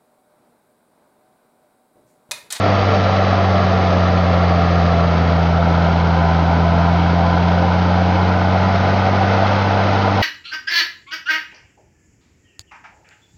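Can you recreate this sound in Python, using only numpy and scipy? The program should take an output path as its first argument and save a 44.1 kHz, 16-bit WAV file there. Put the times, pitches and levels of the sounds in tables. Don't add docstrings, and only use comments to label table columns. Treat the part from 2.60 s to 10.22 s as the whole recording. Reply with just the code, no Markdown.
import sys
import numpy as np
from scipy import signal
from scipy.fft import rfft, irfft, next_fast_len
from scipy.io import wavfile
from scipy.ndimage import uniform_filter1d

SR = 44100
rng = np.random.default_rng(int(sys.argv[2]) if len(sys.argv) > 2 else 0)


def dump_mix(stems):
    frames = np.atleast_2d(stems).T
    limited = np.clip(frames, -1, 1)
    pcm = np.round(limited * 32767).astype(np.int16)
    wavfile.write(sys.argv[1], SR, pcm)


N = 336042
TIME = np.arange(N) / SR


# f/Hz, width/Hz, lift/dB
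BOOM_MODE = [(170.7, 57, 15)]
def boom(firings, firing_hz, tone_db, octave_db, waver_db):
    angle = 2 * np.pi * firings
    resonance_db = lifts(2 * firing_hz, BOOM_MODE)
    tone = undb(tone_db + waver_db * walk(12)) * np.cos(angle)
    octave = undb(octave_db + resonance_db + waver_db * walk(12)) * np.cos(2 * angle)
    return np.sqrt(2) * (tone - octave)


# f/Hz, width/Hz, lift/dB
CAB_MODES = [(250.4, 11, 4), (303.7, 15, 8.5), (382.6, 26, 6), (452, 20, 6.5), (529.5, 22, 8.5),
             (603.6, 20, 8.5), (680.7, 28, 9.5), (764, 24, 10), (849, 34, 6), (919, 28, 5), (1008, 32, 8.5),
             (1130, 36, 6.5), (1224, 34, 5), (1311, 37, 3.5), (1386, 27, 5.5), (1491, 24, 5)]
# f/Hz, relative level/dB
KNOCK_AHEAD = [(60, -59.5), (130, -52), (250, -54), (350, -53.5), (520, -48), (680, -46.5), (790, -50.5),
               (880, -56), (1030, -55.5), (1200, -50), (1350, -49.5), (1480, -61), (1650, -54.5),
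               (2100, -63.5), (3000, -94.5), (8000, -140)]
KNOCK_TILTED = [(60, -62.5), (130, -55), (250, -50.5), (350, -53), (520, -53), (680, -49), (790, -46),
                (900, -48), (1010, -49.5), (1110, -59), (1300, -52), (1540, -51.5), (1750, -63),
                (2100, -72.5), (3000, -96), (8000, -140)]
KNOCK_SHIFTED = [(60, -58.5), (130, -52), (250, -49.5), (350, -53), (520, -48.5), (680, -45.5),
                 (790, -45.5), (900, -50), (1010, -53.5), (1110, -55), (1220, -51), (1500, -50.5),
                 (1680, -57.5), (2100, -58), (3000, -99.5), (8000, -140)]
def knock(firings):
    blows = bursts(firings, start=0.1994, decay=0.5, floor=1.5, scatter_db=1.8, repeat=0.07)
    spectra = (KNOCK_AHEAD, KNOCK_TILTED, KNOCK_SHIFTED)
    return blend_poses([colour(blows, spectrum, CAB_MODES) for spectrum in spectra])


# order, relative level/dB
GROWL_ORDERS = [(2, -50), (7, -47.5), (8, -47), (9, -37.5), (10, -42), (11, -49.5), (13, -51.5),
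                (14, -46.5), (15, -38), (16, -54), (17, -54.5), (18, -37), (20, -42.5), (21, -41),
                (22, -50.5), (23, -52), (24, -51), (28, -43), (30, -41.5), (36, -38.5), (44, -35.5),
                (48, -36), (49, -37), (50, -42), (52, -46.5), (54, -44.5), (56, -42.5), (58, -43)]
def growl(firings, waver_db, smear_rad, mode_depth, gain_db):
    cycles = firings / len(CYLINDERS)
    cycle_hz = np.gradient(cycles) * SR
    angle = 2 * np.pi * cycles + smear_rad * walk(14)
    f = np.arange(SR // 20)
    cab_gain = undb(mode_depth * lifts(f, CAB_MODES))
    harmonics = 0
    for order, db in GROWL_ORDERS:
        swell = unit(np.interp(order * cycle_hz, f, cab_gain))
        amplitude = swell * undb(db + waver_db * walk(4))
        harmonics += amplitude * np.cos(order * angle + rng.uniform(0, 2 * np.pi))
    return np.sqrt(2) * undb(gain_db) * harmonics


# f/Hz, relative level/dB
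INJECTOR_SPECTRUM = [(200, -29.5), (1200, -17), (1850, -1.5), (2230, -1.3), (2650, -4.8), (3130, -5.2),
                     (4000, -7), (4800, -9.8), (5500, -14.3), (6300, -20.2), (6800, -30), (7400, -45),
                     (8000, -59.5)]
# f/Hz, width/Hz, lift/dB
TREBLE_AHEAD = [(3000, 120, 1), (3670, 77, 1.5), (3990, 90, 3), (4640, 85, 7), (6430, 170, 2)]
# f/Hz, width/Hz, lift/dB
TREBLE_TILTED = [(2220, 130, 3.5), (3000, 110, 3), (3190, 86, 4.5), (3900, 60, 3.5), (4184, 64, 3.6),
                 (4660, 150, 2.5)]
def injectors(firings):
    ticks = bursts(firings, start=0.72, decay=0.65, floor=1.64, scatter_db=3.0, repeat=0.12)
    ticks = reflections(ticks, t60=0.07, wet_db=-14.0) * undb(0.21 * walk(12))
    pose_peaks = (TREBLE_AHEAD, TREBLE_TILTED, ())
    return blend_poses([colour(ticks, INJECTOR_SPECTRUM, peaks) for peaks in pose_peaks])


# f/Hz, relative level/dB
RUMBLE_SPECTRUM = [(15, -22), (40, 1.5), (55, -2.5), (80, 0.5), (120, 10.5), (160, 13), (215, 14),
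                   (290, 1.5), (450, -37)]
def chassis(level_db, swell_db):
    return colour(rng.standard_normal(N), RUMBLE_SPECTRUM) * undb(level_db + swell_db * walk(5))


CYLINDERS = [2.4, -2, -.6, 2.2, -1.4, -.8]
def bursts(firings, start, decay, floor, scatter_db, repeat):
    count = len(CYLINDERS)
    position = firings - start + count
    blow = position.astype(int)
    scatter = scatter_db * rng.standard_normal(blow.max() + 1)[blow]
    strength = undb(np.array(CYLINDERS)[blow % count] + scatter)
    envelope = floor + strength * np.exp(-(position % 1) / decay)
    pattern = rng.standard_normal(2048)
    cycle_phase = position / count % 1
    periodic = unit(np.interp(cycle_phase * len(pattern), np.arange(len(pattern)), pattern))
    return envelope * (np.sqrt(repeat) * periodic + np.sqrt(1 - repeat) * rng.standard_normal(N))


def reflections(x, t60, wet_db):
    t = TIME[:4096]
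    tail = rng.standard_normal(len(t)) * undb(-60 * t / t60)
    return x + undb(wet_db) * signal.fftconvolve(x, tail / np.linalg.norm(tail))[:N]


# t/s, pose (0 ahead, 1 tilted up, 2 shifted)
MIC_POSE = [(2.3, 0.023), (2.85, 0.67), (3.6, 1), (5.55, 0.9), (6.1, 1.79)]
def blend_poses(choices):
    pose = curve(MIC_POSE)
    return sum(np.maximum(1 - abs(pose - k), 0) * x for k, x in enumerate(choices))


def colour(x, spectrum, resonances=()):
    size = 2 * next_fast_len(N // 2 + 4096)
    f = np.arange(size // 2 + 1) * SR / size
    hz, db = np.transpose(spectrum)
    gain = undb(np.interp(np.log(f + 1), np.log(hz), db) + lifts(f, resonances))
    cepstrum = irfft(np.log(gain))
    cepstrum[1:size // 2] *= 2
    cepstrum[size // 2 + 1:] = 0
    response = np.exp(rfft(cepstrum))
    padded = np.pad(x, (size - N, 0), mode="reflect")
    return unit(irfft(rfft(padded) * response)[-N:])


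def lifts(f, resonances):
    return sum(lift / (1 + (2 * (f - centre) / width) ** 2) for centre, width, lift in resonances)


def low_pass(x, hz):
    return signal.sosfilt(signal.ellip(8, 0.2, 70, hz, fs=SR, output="sos"), x)


def walk(rate):
    hold = int(SR / rate)
    steps = np.repeat(rng.standard_normal(N // hold + 1), hold)
    return unit(uniform_filter1d(uniform_filter1d(steps, hold), hold)[:N])


def curve(table):
    return np.interp(TIME, *np.transpose(table))


def undb(db):
    return 10 ** (np.asarray(db) / 20)


def unit(x):
    return x / np.sqrt(np.mean(x ** 2))


# t/s, f/Hz
FIRING_RATE = [(0.0, 98.68), (0.8, 94.14), (1.4, 89.83), (2.15, 85.83), (2.68, 84.03), (3.25, 84.57),
               (3.78, 83.49), (4.85, 86.83), (5.8, 91.5), (6.86, 97.75), (7.62, 97.84)]
# tone/dB, octave/dB, knock/dB, injectors/dB
POSE_LEVELS = [(-16.4, -33.7, -18.9, -32), (-17, -33.1, -19.5, -32.9), (-16.8, -32.9, -19.2, -32.7)]
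def scene():
    lug_hz, free_hz = 84, 98
    tone_rise_db, knock_rise_db, tick_rise_db = -1.4, 2, 3.3
    firing_hz = curve(FIRING_RATE)
    firings = np.cumsum(firing_hz * (1 + 0.001 * walk(9))) / SR
    pace = np.maximum((firing_hz - lug_hz) / (free_hz - lug_hz), 0) ** 1.6
    tone_db, octave_db, knock_db, tick_db = (blend_poses(column) for column in np.transpose(POSE_LEVELS))
    cab = boom(firings, firing_hz, tone_db + tone_rise_db * pace, octave_db, waver_db=0.34)
    cab += growl(firings, waver_db=1.5, smear_rad=0.008, mode_depth=0.97, gain_db=0.27)
    cab += undb(knock_db + knock_rise_db * pace) * knock(firings)
    cab += undb(tick_db + tick_rise_db * pace) * injectors(firings)
    return (cab + chassis(level_db=-33.6, swell_db=4))[None]


def record(dry):
    microphone = low_pass(dry, hz=7300)
    hiss = undb(-75) * rng.standard_normal(N)
    return low_pass(microphone + hiss, hz=11800)


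dry = scene()
out = record(dry)
dump_mix(out)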